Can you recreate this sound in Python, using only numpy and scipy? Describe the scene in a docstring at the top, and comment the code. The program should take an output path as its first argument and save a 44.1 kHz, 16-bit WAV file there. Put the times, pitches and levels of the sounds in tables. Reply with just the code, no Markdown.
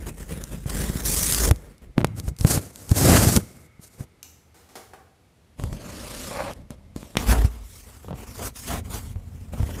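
"""Hands rub and peel at the tear strip of a large cardboard box on a table, close by; then they rip it out.
The strip is dropped some way off. The box is slid round, its lid pops free and hands brush the flaps open.
Rubbing and tearing are showers of random fibre slips, coloured by the board and shaped by the hands' levels.
Snaps, knocks and thumps are damped swings with short bursts; edges, lid, table and landing ring as
resonant noise and decaying modes. A faint room answers the sounds over a steady low murmur."""
import sys
import numpy as np
from scipy import signal
from scipy.fft import rfft, irfft, next_fast_len
from scipy.io import wavfile
from scipy.ndimage import uniform_filter1d, map_coordinates

SR = 44100
rng = np.random.default_rng(int(sys.argv[2]) if len(sys.argv) > 2 else 0)


def unload_wav(signal):
    """Save mono or channel-first audio to the path in sys.argv[1] as 16-bit WAV at rate SR, clipped to [-1, 1]."""
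    wavfile.write(
        sys.argv[1],
        SR,
        np.round(np.clip(np.atleast_2d(signal).T, -1, 1) * 32767).astype(np.int16),
    )


N = 432180  # samples, 9.8 s


def amp(db):
    """Amplitude factor of a level in dB."""
    return 10 ** (np.asarray(db) / 20)


def unit(x):
    """x at an RMS of 1."""
    return x / np.sqrt(np.mean(x ** 2) + 1e-20)


def crest(x):
    """x with an envelope peak of 1."""
    return x / np.abs(signal.hilbert(x)).max()


def along(points, hz):
    """Read (Hz, value) points at hz on a log axis."""
    f, v = np.transpose(points)
    return np.interp(np.log(hz + 1), np.log(f + 1), v)


def wobble(rate, size):
    """A smooth random curve with rate knots a second."""
    knots = rng.standard_normal(int(size * rate / SR) + 4)
    return map_coordinates(knots, [np.arange(size) * rate / SR])


def filtered(x, response):
    """x times a response of frequency."""
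    m = next_fast_len(len(x) + 8192)
    return irfft(rfft(x, m) * response(np.fft.rfftfreq(m, 1 / SR)), m)[:len(x)]


def band(x, lo_hz, hi_hz, order=2):
    """Causal band-pass."""
    edges_hz = [lo_hz, min(hi_hz, SR / 2 - 100)]
    return signal.sosfilt(signal.butter(order, edges_hz, "band", fs=SR, output="sos"), x)


def below(hz, edge_hz, order=6):
    """Gain of a smooth low-pass."""
    return 1 / (1 + (hz / edge_hz) ** order)


def resonances(modes, hz):
    """Causal response of (Hz, width Hz, dB) modes, alternating in sign."""
    return sum((-1) ** k * amp(db) * 1j * hz * w / (c * c - hz * hz + 1j * hz * w)
               for k, (c, w, db) in enumerate(modes))


def causal(points, size=4096):
    """Minimum-phase impulse response, abrupt at its start, with the gain of (Hz, dB) points."""
    cepstrum = irfft(np.log(amp(along(points, np.fft.rfftfreq(size, 1 / SR)))))
    cepstrum[1:size // 2] *= 2
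    cepstrum[size // 2 + 1:] = 0
    return irfft(np.exp(rfft(cepstrum)))


def add(track, s, x):
    """Mix x into the track from time s on."""
    part = track[max(round(s * SR), 0):][:len(x)]
    part += x[:len(part)]


def fading(t, t60):
    """Noise that dies by 60 dB in t60 seconds."""
    return rng.standard_normal(len(t)) * amp(-60 * t / t60)


# Long pulls on the strip, peeling then ripping: time_s, body_db, rasp_db, hiss_db
PEEL_PULL = [(1.055, -38, -43.5, -25.5), (1.351, -41.5, -37.5, -23.5), (1.357, -39.5, -41, -27),
             (1.405, -34.5, -33, -26), (1.419, -32.5, -40.5, -26.5), (1.447, -30, -33.5, -22.5),
             (1.467, -27.5, -40, -28), (1.481, -25, -34, -24), (1.495, -31, -42, -34)]
RIP_PULL = [(2.945, -44, -46.5, -40), (2.965, -30, -37, -25.5), (3.099, -17.5, -26.5, -22),
            (3.173, -21.5, -21.5, -21.5), (3.183, -22.5, -27.5, -23), (3.353, -29.5, -37, -26.5),
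            (3.367, -24, -28, -23), (3.391, -32.5, -54.5, -43.5), (3.41, -51, -47, -46)]
# Tone of the board while it peels and rips: freq_hz, relative_density_db (per Hz)
PEEL_COLOUR = [(18, -27), (30, 7.5), (55, 14), (102, -6), (152, 0), (284, -7.5), (500, -8.5), (700, -16.5),
               (1870, -12), (2240, -16.5), (2700, -19), (3400, -20.5), (4300, -24.5), (5800, -23),
               (9190, -19), (13600, -24), (15500, -26.5)]
RIP_COLOUR = [(18, -46), (30, -5.5), (60, 10), (102, 11.5), (237, -1), (432, -10), (492, -9), (787, -16),
              (970, -21), (1400, -19.5), (2070, -24.5), (3490, -29.5), (8500, -24.5), (14000, -29),
              (15500, -39.5)]


def tearing():
    """The strip peels up and rips through the liner: sparse, uneven fibre breaks."""
    peeling = hands((0, 1.96), PEEL_PULL, boom_db=10.5, rasp_db=-4.5)
    ripping = hands((1.96, 4.15), RIP_PULL, boom_db=4.0, rasp_db=-7.5)
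    peel = stroke(peeling, PEEL_COLOUR, slips_per_s=3600, spread_db=5.5, smooth_db=-3,
                  catch_rate=130, catch_db=1.9, patchy_db=2.4, breaks_db=-8)
    rip = stroke(ripping, RIP_COLOUR, slips_per_s=4500, spread_db=3.0, smooth_db=0.5,
                 catch_rate=74, catch_db=1.52, patchy_db=0.95, breaks_db=-9.5)
    return peel + rip


# The long slide of the box: time_s, body_db, rasp_db, hiss_db
SLIDE_PULL = [(5.77, -46, -56, -58), (5.848, -44.5, -50, -49.5), (6.25, -42.5, -45, -40),
              (6.504, -41.5, -45.5, -49.5), (6.53, -43, -51, -53)]
# Tone of the turning box and of the brushed flaps: freq_hz, relative_density_db (per Hz)
TURN_COLOUR = [(18, -33), (30, 14), (97, 0), (237, -3.5), (410, -13.5), (575, -6), (728, -14.5),
               (1140, -5.5), (1290, -7), (9190, -8), (12900, -12.5), (15500, -22)]
FLAP_COLOUR = [(18, -33), (30, 11), (90, 10.5), (160, -6.5), (237, -2.5), (332, -17.5), (432, -12.5),
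               (591, -18.5), (728, -16.5), (808, -17.5), (1110, -15.5), (1720, -18.5), (2490, -20),
               (4420, -28.5), (8000, -27), (14000, -30), (15500, -34)]


def rubbing():
    """The box slides on the table and palms brush the flaps: dense slips."""
    turning = hands((5.55, 7.16), SLIDE_PULL, boom_db=2.5, rasp_db=-7.5)
    opening = hands((7.16, 9.8), None, boom_db=4.5, rasp_db=-4)
    slide = stroke(turning, TURN_COLOUR, slips_per_s=9000, spread_db=5.5, smooth_db=-0.5,
                   catch_rate=100, catch_db=1.0, patchy_db=2.5)
    brush = stroke(opening, FLAP_COLOUR, slips_per_s=7000, spread_db=1.5, smooth_db=-7,
                   catch_rate=80, catch_db=1.75, patchy_db=2.5)
    return slide + brush


# Edges of the four bands (panel boom, board body, rasp, fibre hiss): edge_hz
BAND_EDGES_HZ = [33, 220, 800, 3800, 20000]


def stroke(rows, colour, slips_per_s, spread_db, smooth_db, catch_rate, catch_db, patchy_db, breaks_db=-40):
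    """Fibres catch and let go at random; the slips drive the panels, the board and the bare surface."""
    s, *levels = np.transpose(rows)
    n = round((s[-1] - s[0]) * SR)
    t = s[0] + np.arange(n) / SR
    sizes = amp(spread_db * np.clip(rng.standard_normal(n), -2, 2)) * rng.choice([-1, 1], n)
    slips = unit(sizes * (rng.random(n) < slips_per_s / SR))
    slips = slips + amp(smooth_db) * rng.standard_normal(n)
    # Whole bundles of fibres break at once, on average 130 a second.
    breaks = rng.uniform(-1.2, 1, n) * (rng.random(n) < 130 / SR)
    slips += amp(breaks_db) * unit(breaks)
    clumps = amp(catch_db * wobble(catch_rate, n))
    slips = patchy(slips * clumps, patchy_db)
    sound = np.zeros(n)
    for level_db, lo, hi in zip(levels, BAND_EDGES_HZ, BAND_EDGES_HZ[1:]):
        part = unit(filtered(slips, lambda hz: amp(along(colour, hz)) * below(hz, hi) * (1 - below(hz, lo))))
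        # The hand's force evens out the power of the slips over 59 ms.
        power = np.abs(uniform_filter1d(part ** 2, size=2600))
        sound += amp(np.interp(t, s, level_db)) * part / np.sqrt(power + 0.036)
    edge_fade = np.clip(np.minimum(t - s[0], s[-1] - t) / 0.00077, 0, 1)
    track = np.zeros(N)
    add(track, s[0], sound * edge_fade)
    return track


def patchy(x, depth_db):
    """As the contact moves over the board, patches of the spectrum swell and sink."""
    z = signal.stft(x, nperseg=512)[2]
    field = uniform_filter1d(rng.standard_normal(z.shape), size=7, axis=0)
    field = uniform_filter1d(field, size=9, axis=1)
    return signal.istft(z * amp(depth_db * unit(field)), nperseg=512)[1][:len(x)]


# A contact bites before its first level and lets go after its last; the hiss stops sooner than the body.
BITE_S, LET_GO_S, HISS_LET_GO_S = 0.038, 0.069, 0.038
SILENT_DB = 40.5  # drop below the first and last levels at the far ends of bite and release


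def swell(s, times, levels_db, release_s):
    """Power at times s of a contact that bites, follows its levels and lets go."""
    knots = np.r_[times[0] - BITE_S, times, times[-1] + release_s]
    db = np.r_[levels_db[0] - SILENT_DB, levels_db, levels_db[-1] - SILENT_DB]
    return amp(np.interp(s, knots, db, left=-200, right=-200)) ** 2


# Short and long rubs and tugs of fingers and palms: start_s, rise_s, fall_s, body_db, hiss_over_body_db
RUBS = [(0.0, .02, 0.064, -44, -6.5), (0.066, 0.026, 0.0079, -36, -3), (0.12, 0.38, .24, -53, 2),
        (0.174, 0.044, 0.023, -45, -0.5), (0.29, 0.021, 0.046, -39.5, -2), (0.36, .03, 0.06, -42.5, -5.5),
        (0.518, 0.015, 0.023, -39, -5.5), (0.674, 0.14, 0.091, -35.5, 2), (0.9, .075, 0.17, -41, 4),
        (1.55, .11, 0.087, -52.5, -8.5), (1.82, 0.022, 0.017, -51, -10),
        (1.983, 0.0064, 0.026, -26.5, -22.5), (2.06, 0.017, 0.046, -60, -14),
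        (2.166, 0.016, 0.02, -41.5, -1.5), (2.225, 0.039, 0.022, -51.5, 1),
        (2.28, 0.0066, 0.0069, -43.5, 5), (2.395, .05, 0.012, -46.5, 7), (2.471, 0.053, 0.038, -28.5, 6.5),
        (2.54, 0.033, 0.017, -29.5, -3.5), (2.6, 0.016, 0.091, -44.5, -0.5), (2.73, 0.07, 0.2, -51, 3),
        (2.895, 0.016, 0.034, -37.5, 2), (3.42, 0.0076, .24, -52.5, -2.5), (3.818, 0.017, 0.045, -59, 11),
        (3.9, .04, 0.05, -61.5, 4), (3.985, 0.025, .03, -45, -4.5), (5.585, 0.012, 0.16, -46, -5.5),
        (5.723, 0.01, .04, -46, -3), (6.55, 0.0098, 0.06, -49, -15), (6.707, 0.0074, 0.032, -44.5, -15),
        (6.76, 0.034, 0.13, -61, -18), (6.961, 0.0082, 0.18, -49, -3), (7.175, .015, 0.23, -34.5, -4),
        (7.285, 0.026, 0.024, -23.5, -1.5), (7.345, 0.0095, 0.085, -31, -10.5),
        (7.44, 0.018, 0.017, -37, -2.5), (7.49, 0.023, 0.12, -49.5, -4), (7.639, 0.15, 0.055, -60.5, 12.5),
        (7.848, 0.012, 0.25, -55, 3), (8.15, 0.052, 0.12, -44.5, -5), (8.27, 0.12, 0.036, -49.5, 4.5),
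        (8.38, 0.022, 0.057, -36, -6.5), (8.425, 0.051, 0.012, -39.5, 7), (8.555, 0.0048, .08, -53, 14.5),
        (8.64, 0.061, 0.043, -41, 5.5), (8.69, 0.048, 0.058, -33.5, -4), (8.848, 0.012, 0.021, -46, -2.5),
        (8.902, 0.053, 0.036, -40, 4), (8.98, 0.0095, 0.14, -51.5, 3.5), (9.14, 0.26, .24, -59.5, -1),
        (9.529, 0.3, 0.15, -41, -4.5)]
# The panels rumble for as long as a hand holds the box: start_s, length_s, level_db
GRIPS = [(0.0, 0.32, -40), (0.507, 0.74, -36), (1.52, 0.067, -35), (1.872, 0.031, -39), (2.06, 0.27, -33.5),
         (2.375, 0.17, -40), (3.376, 0.058, -35), (3.508, 0.26, -61), (5.602, 0.15, -30), (6.567, .1, -43),
         (6.705, 0.36, -47.5), (7.497, .55, -48), (8.076, 0.071, -34), (8.38, 0.24, -45),
         (8.74, 0.45, -34.5), (9.21, 0.31, -37.5), (9.523, .27, -34)]
SWELL_DB, HISS_SWELL_DB = 7, 7  # rise of a rub from its start to its peak, in the body and in the hiss
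RASP_FOLLOWS = 0.47  # share of the hiss level in the rasp of a rub; the rest follows the body
GRIP_FADE_S, GRIP_BODY_DB = 0.057, -22  # release of the rumble; its share in the board's body


def hands(span_s, pull, boom_db, rasp_db):
    """Levels of one action's rubs, grips and pull: rows of time_s, boom_db, body_db, rasp_db, hiss_db."""
    s = np.arange(*span_s, .002)
    body = rasp = hiss = 1e-12  # powers
    for start, rise, fall, db, hiss_db in RUBS:
        times = start + np.cumsum([0, rise, fall])
        eased = np.array([1, 0, 1])
        low = swell(s, times, db - SWELL_DB * eased, LET_GO_S)
        high = swell(s, times, db + hiss_db - HISS_SWELL_DB * eased, HISS_LET_GO_S)
        body, hiss = body + low, hiss + high
        rasp = rasp + amp(rasp_db) ** 2 * low ** (1 - RASP_FOLLOWS) * high ** RASP_FOLLOWS
    if pull is not None:
        times, *levels = np.transpose(pull)
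        body, rasp, hiss = (power + swell(s, times, db, HISS_LET_GO_S)
                            for power, db in zip([body, rasp, hiss], levels))
    grip = sum(swell(s, [start, start + length], [db, db], GRIP_FADE_S) for start, length, db in GRIPS)
    boom = body * amp(boom_db) ** 2 + grip
    body = body + grip * amp(GRIP_BODY_DB) ** 2
    return np.column_stack([s, *(10 * np.log10([boom, body, rasp, hiss]))])


# Snaps and knocks of creases, box edge and lid tab, levels are peaks:
# time_s, panel_pitch_hz, thump_db, knock_db, crack_db
SNAPS_AND_KNOCKS = [(1.5115, 89, -1, -3.5, -3), (1.9808, 216, -2.5, -4.7, -21),
                    (2.0056, 165, -18, -16, -26), (2.0146, 170, -32, -15, -45), (2.0457, 163, -8.5, 2, -6),
                    (2.4105, 82.5, -12.5, -33, -12.5), (2.4487, 134, 1.5, -9, -13),
                    (2.5761, 144, -9.5, -12.5, -18), (2.9155, 96.2, -1, -21.5, -11.5),
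                    (3.1715, 158, -9, -7, -12), (3.364, 212, -10, -24, 4.5), (3.3729, 179.5, -4, -9, -4.5),
                    (5.598, 114, -46, -21, -30), (5.638, 119, -15.5, -19, -19),
                    (5.729, 159, -21, -21.5, -28), (6.3115, 150, -37, -25, -26),
                    (6.7057, 193, -27, -26.5, -24.5), (6.9624, 258, -18.5, -34, -23),
                    (7.03, 250, -30, -26, -46), (7.1547, 199, -29, -16, -30), (7.17, 217, -13, -4, -3.5),
                    (7.3264, 101, -9, -7, -21)]
# Soft bumps of a hand on a panel: time_s, panel_pitch_hz, thump_db
BUMPS = [(0.659, 140, -17), (0.8993, 154, -13), (0.9569, 160, -15), (2.0308, 156, -17), (2.2803, 68, -11),
         (3.271, 124, -5), (3.795, 160, -33), (4.0076, 132, -20), (7.447, 92, -6.5), (8.289, 69.6, -28),
         (9.1593, 79, -20.5), (9.603, 93, -11.5), (9.631, 69.4, -10)]
BUMP_KNOCK_DB, BUMP_CRACK_DB = -13.5, -22  # against the thump
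# Bundles of fibres part with a sharp tick: time_s, crack_db
TICKS = [(0.4394, -15), (0.698, -15), (1.0528, -13), (1.1668, -13), (1.233, -4.5), (1.3244, -0.5),
         (1.3469, -2.5), (1.5607, -26.5), (1.7814, -37.5), (2.071, -26.5), (2.1992, -15), (2.3655, -32.5),
         (2.3877, -20.5), (2.759, -20.5), (2.8934, -16.5), (6.5349, -26), (9.1166, -47)]
TICK_HZ, TICK_THUMP_DB, TICK_KNOCK_DB = 130, -18.5, -19.5  # stirred in the panel, against the crack


def blows():
    """Every snap, knock, bump and tick as time_s, panel_pitch_hz, thump_db, knock_db, crack_db."""
    bumps = [(s, hz, db, db + BUMP_KNOCK_DB, db + BUMP_CRACK_DB) for s, hz, db in BUMPS]
    ticks = [(s, TICK_HZ, db + TICK_THUMP_DB, db + TICK_KNOCK_DB, db) for s, db in TICKS]
    return list(SNAPS_AND_KNOCKS) + bumps + ticks


def snaps(lead_s=0.06, bend_rad=0.1, cycles=4, walls=0.083, walls_t60=0.089, knock_s=0.0011,
          knock_t60=0.022, knock_tail_db=-27, crack_t60=0.014, crack_tail_db=-19):
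    """A panel bends under load, lets go with a crack and swings back, losing 60 dB in a few cycles."""
    track = np.zeros(N)
    t = np.arange(SR // 6) / SR
    before = np.arange(-round(lead_s * SR), 0) / SR
    for s, hz, thump_db, knock_db, crack_db in blows():
        load = -np.sin(bend_rad) * np.exp(before * hz * 0.57)
        swing = np.sin(2 * np.pi * hz * t - bend_rad) * amp(-60 * t * hz / cycles)
        boom = walls * unit(band(rng.standard_normal(len(t)), 51.5, 270)) * amp(-60 * t / walls_t60)
        add(track, s - lead_s, amp(thump_db) * crest(np.concatenate([load, swing + boom])))
        # The release is one short push of air with a faint rattle of the flutes.
        push = (1 - t / knock_s / 2) * np.exp(-t / knock_s)
        flutes = unit(band(rng.standard_normal(len(t)), 300, 1800, order=1))
        rattle = amp(knock_tail_db) * flutes * amp(-60 * t / knock_t60)
        add(track, s, amp(knock_db) * crest(band(push + rattle, 110, 4600)))
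        crack = band((t == 0) + amp(crack_tail_db) * fading(t, crack_t60), 3000, 11300)
        add(track, s, amp(crack_db) * crest(crack))
    return track


# The bottom edge of the box grinds over the table: time_s, level_db
GRIND = [(6.308, -46), (6.313, -30.5), (6.325, -39), (6.35, -36.5), (6.375, -32.5), (6.41, -28),
         (6.46, -38), (6.51, -32), (6.52, -51)]
# Resonances of the bottom of the box: freq_hz, width_hz, relative_db
BOTTOM_MODES = [(545, 59, 4.5), (850, 120, 1.5), (1140, 140, -2), (1573, 650, -10.5), (2480, 330, -11.5)]


def grinding(slips_per_s=420, spread_db=4, rub_db=-5):
    """The weighted edge sticks and slips at random and rings the bottom of the box."""
    s, db = np.transpose(GRIND)
    slips = (rng.random(N) < slips_per_s / SR) * amp(spread_db * rng.uniform(-0.84, 2.8, N))
    drive = unit(slips) + amp(rub_db) * rng.standard_normal(N)
    ring = band(filtered(drive, lambda hz: resonances(BOTTOM_MODES, hz)), 330, 3070)
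    return unit(ring) * amp(np.interp(np.arange(N) / SR, s, db, left=-120, right=-120))


# A flap's edge scrapes over its neighbour: start_s, rise_s, fall_s, level_db
SCRAPES = [(7.3, 0.027, 0.051, -30), (8.385, 0.046, 0.037, -46), (8.69, 0.031, 0.043, -31),
           (8.91, 0.026, 0.016, -56)]
# Resonances of the hollow flap: freq_hz, width_hz, relative_db
FLAP_MODES = [(706, 100, 0.5), (1100, 160, -7.5), (1330, 120, -7.5), (1880, 200, -14)]


def flap_scrapes(slips_per_s=900, rub_db=-3):
    """The cut edge catches on the flutes and rings the flap with a woody rasp."""
    track = np.zeros(N)
    t = np.arange(SR // 3) / SR - BITE_S
    for start, rise, fall, db in SCRAPES:
        power = swell(t, np.cumsum([0, rise, fall]), [db - SWELL_DB, db, db - SWELL_DB], LET_GO_S)
        slips = rng.standard_normal(len(t)) * (rng.random(len(t)) < slips_per_s / SR)
        drive = unit(slips) + amp(rub_db) * rng.standard_normal(len(t))
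        ring = band(filtered(drive, lambda hz: resonances(FLAP_MODES, hz)), 380, 2200)
        add(track, start - BITE_S, np.sqrt(power) * unit(ring))
    return track


# The lid's fold creaks in single slips: time_s, peak_db
CREAKS = [(8.046, -32), (8.0839, -25), (8.1083, -21.5), (8.1294, -21), (9.536, -24.5), (9.577, -30),
          (9.597, -25), (9.63, -36), (9.692, -24.5), (9.769, -33)]
# Tone of the hollow lid: freq_hz, relative_gain_db
LID_COLOUR = [(60, -30), (130, 16), (300, 0.5), (600, 0.5), (1300, -11.5), (2000, -25), (3200, -23.5),
              (5000, -35), (15000, -59)]


def creaks(t60=0.097, tail_db=-25):
    """Each slip of the fold raps the hollow lid."""
    track = np.zeros(N)
    t = np.arange(SR // 8) / SR
    lid = causal(LID_COLOUR)
    for s, db in CREAKS:
        rap = (t == 0) + amp(tail_db) * fading(t, t60)
        add(track, s, amp(db) * crest(signal.fftconvolve(rap, lid)))
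    return track


def lid_pop(s=7.1695, db=-13, t60=0.022, tail_db=-26, tail_t60=0.36, lo_hz=1900, hi_hz=3400):
    """The lid's tab springs out of its slot: a hard clack with a bright tail in the room."""
    track = np.zeros(N)
    t = np.arange(SR // 2) / SR
    clack = unit(band(rng.standard_normal(len(t)), lo_hz, hi_hz))
    decay = amp(-60 * t / t60) + amp(tail_db - 60 * t / tail_t60)
    add(track, s, amp(db) * clack * decay)
    return track


# The freed lid wobbles like a drumhead, before its unsteadiness: time_s, pitch_hz, level_db
LID_SWING = [(7.265, 55.1, -27), (7.29, 51.7, -11), (7.34, 58.7, -16), (7.408, 51.7, -15.5),
             (7.47, 63, -21), (7.53, 60.6, -35), (7.66, 59, -36), (7.72, 60, -60)]


def lid_wobble(unsteady_db=2):
    """The big lid panel swings to and fro, a little unevenly, and pumps the air."""
    s, hz, db = np.transpose(LID_SWING)
    t = np.arange(N) / SR
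    pitch_hz = np.interp(t, s, hz) * (1 + 0.12 * wobble(40, N))
    phase = 2 * np.pi * np.cumsum(pitch_hz) / SR
    level_db = np.interp(t, s, db, left=-120, right=-120) + unsteady_db * wobble(35, N)
    return np.sin(phase) * amp(level_db)


# Something metal on the table, its response applied twice: freq_hz, width_hz, relative_db
METAL_MODES = [(1250, 180, -0.5), (2177, 260, 3)]


def metal_ring(x, db=-40, t60=4.1):
    """The shaken table sets a cluster of slowly dying metal modes ringing."""
    t = np.arange(2 * SR) / SR
    tail = filtered(fading(t, t60), lambda hz: resonances(METAL_MODES, hz) ** 2)
    return amp(db) * signal.fftconvolve(x, tail / np.linalg.norm(tail))[:N]


# The torn strip is let go and lands: time_s, clatter_db, tick_db, t60_s
DROPS = [(4.229, -61, -30.5, 0.017), (4.241, -61, -64, .35), (4.543, -56, -58, 0.77),
         (4.688, -57, -58, 0.57), (4.754, -36.5, -42, 0.16), (4.934, -37.5, -51, 0.079)]
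# Resonances of the clatter: freq_hz, width_hz, relative_db
LANDING_MODES = [(259, 87, 7), (450, 74, 8), (778, 130, 5.5), (1210, 140, 3), (1580, 630, -3.5),
                 (2600, 970, -29)]
# Hollow ring of the surface that the strip lands on: freq_hz, relative_db, t60_s
HOLLOW_MODES = [(442, -12, 0.47), (780, -7, .28), (823, -5, 0.18), (1500, -27.5, 0.23)]


def dropped_strip(ring_db=-8):
    """The light strip ticks and clatters on a hard surface, which rings briefly."""
    track = np.zeros(N)
    t = np.arange(SR // 2) / SR
    for s, clatter_db, tick_db, t60 in DROPS:
        clatter = unit(filtered(rng.standard_normal(len(t)), lambda hz: resonances(LANDING_MODES, hz)))
        tick = unit(band(rng.standard_normal(len(t)), 2300, 11200, order=1))
        ring = sum(amp(db - 60 * t / life) * np.sin(2 * np.pi * hz * t + 0.55 * wobble(38, len(t)))
                   for hz, db, life in HOLLOW_MODES)
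        contact = amp(clatter_db) * band(clatter, 130, 4200) + amp(tick_db) * tick
        contact = contact * amp(-60 * t / t60)
        onset = 1 - np.exp(-t / 0.00044)
        add(track, s, onset * (contact + amp(clatter_db + ring_db) * ring))
    return track


# Decay of the room: freq_hz, t60_s
ROOM_DECAY = [(80, 0.18), (500, 0.62), (3000, 0.55), (14000, 0.61)]


def room(x):
    """The room's answer, about 7 ms late: a noise tail in which each frequency dies at its own speed."""
    hz, t, z = signal.stft(rng.standard_normal(SR // 2), SR, nperseg=256)
    decay = amp(-60 * t / along(ROOM_DECAY, hz)[:, None])
    tail = signal.istft(z * decay, SR, nperseg=256)[1]
    tail = np.pad(tail, (SR // 150, 0))
    return signal.fftconvolve(x, tail / np.linalg.norm(tail))[:N]


# Tone of the quiet room: freq_hz, relative_density_db (per Hz)
QUIET_COLOUR = [(15, -53), (25, -24), (48, -10.5), (59, -10), (79, -2), (104, -9.5), (173, -14.5),
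                (1570, -31.5), (2060, -31), (2420, -32.5), (5730, -38.5), (11800, -41.5), (15500, -54)]


def room_tone(db=-58):
    """Steady low murmur of the air in the room: coloured noise."""
    return amp(db) * unit(filtered(rng.standard_normal(N), lambda hz: amp(along(QUIET_COLOUR, hz))))


def scene():
    """The box is close and nearly dry; the strip lands farther off, with more of the room."""
    box = tearing() + rubbing() + snaps() + grinding() + flap_scrapes()
    box = box + creaks() + lid_pop() + lid_wobble()
    strip = dropped_strip()
    answer = room(amp(-25.5) * box + amp(-1.5) * strip)
    return (box + strip + metal_ring(box) + answer + room_tone())[None]


def record(dry):
    """Cut the deepest bass, round off the highest peaks and stop the treble steeply at 15.55 kHz."""
    heard = filtered(dry[0], lambda hz: 1 - below(hz, 34, order=4))
    held = heard / (1 + np.abs(heard / .85) ** 8) ** (1 / 8)
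    return filtered(held, lambda hz: np.sqrt(below(hz, 15550, order=300)))[None]


dry = scene()
out = record(dry)
unload_wav(out)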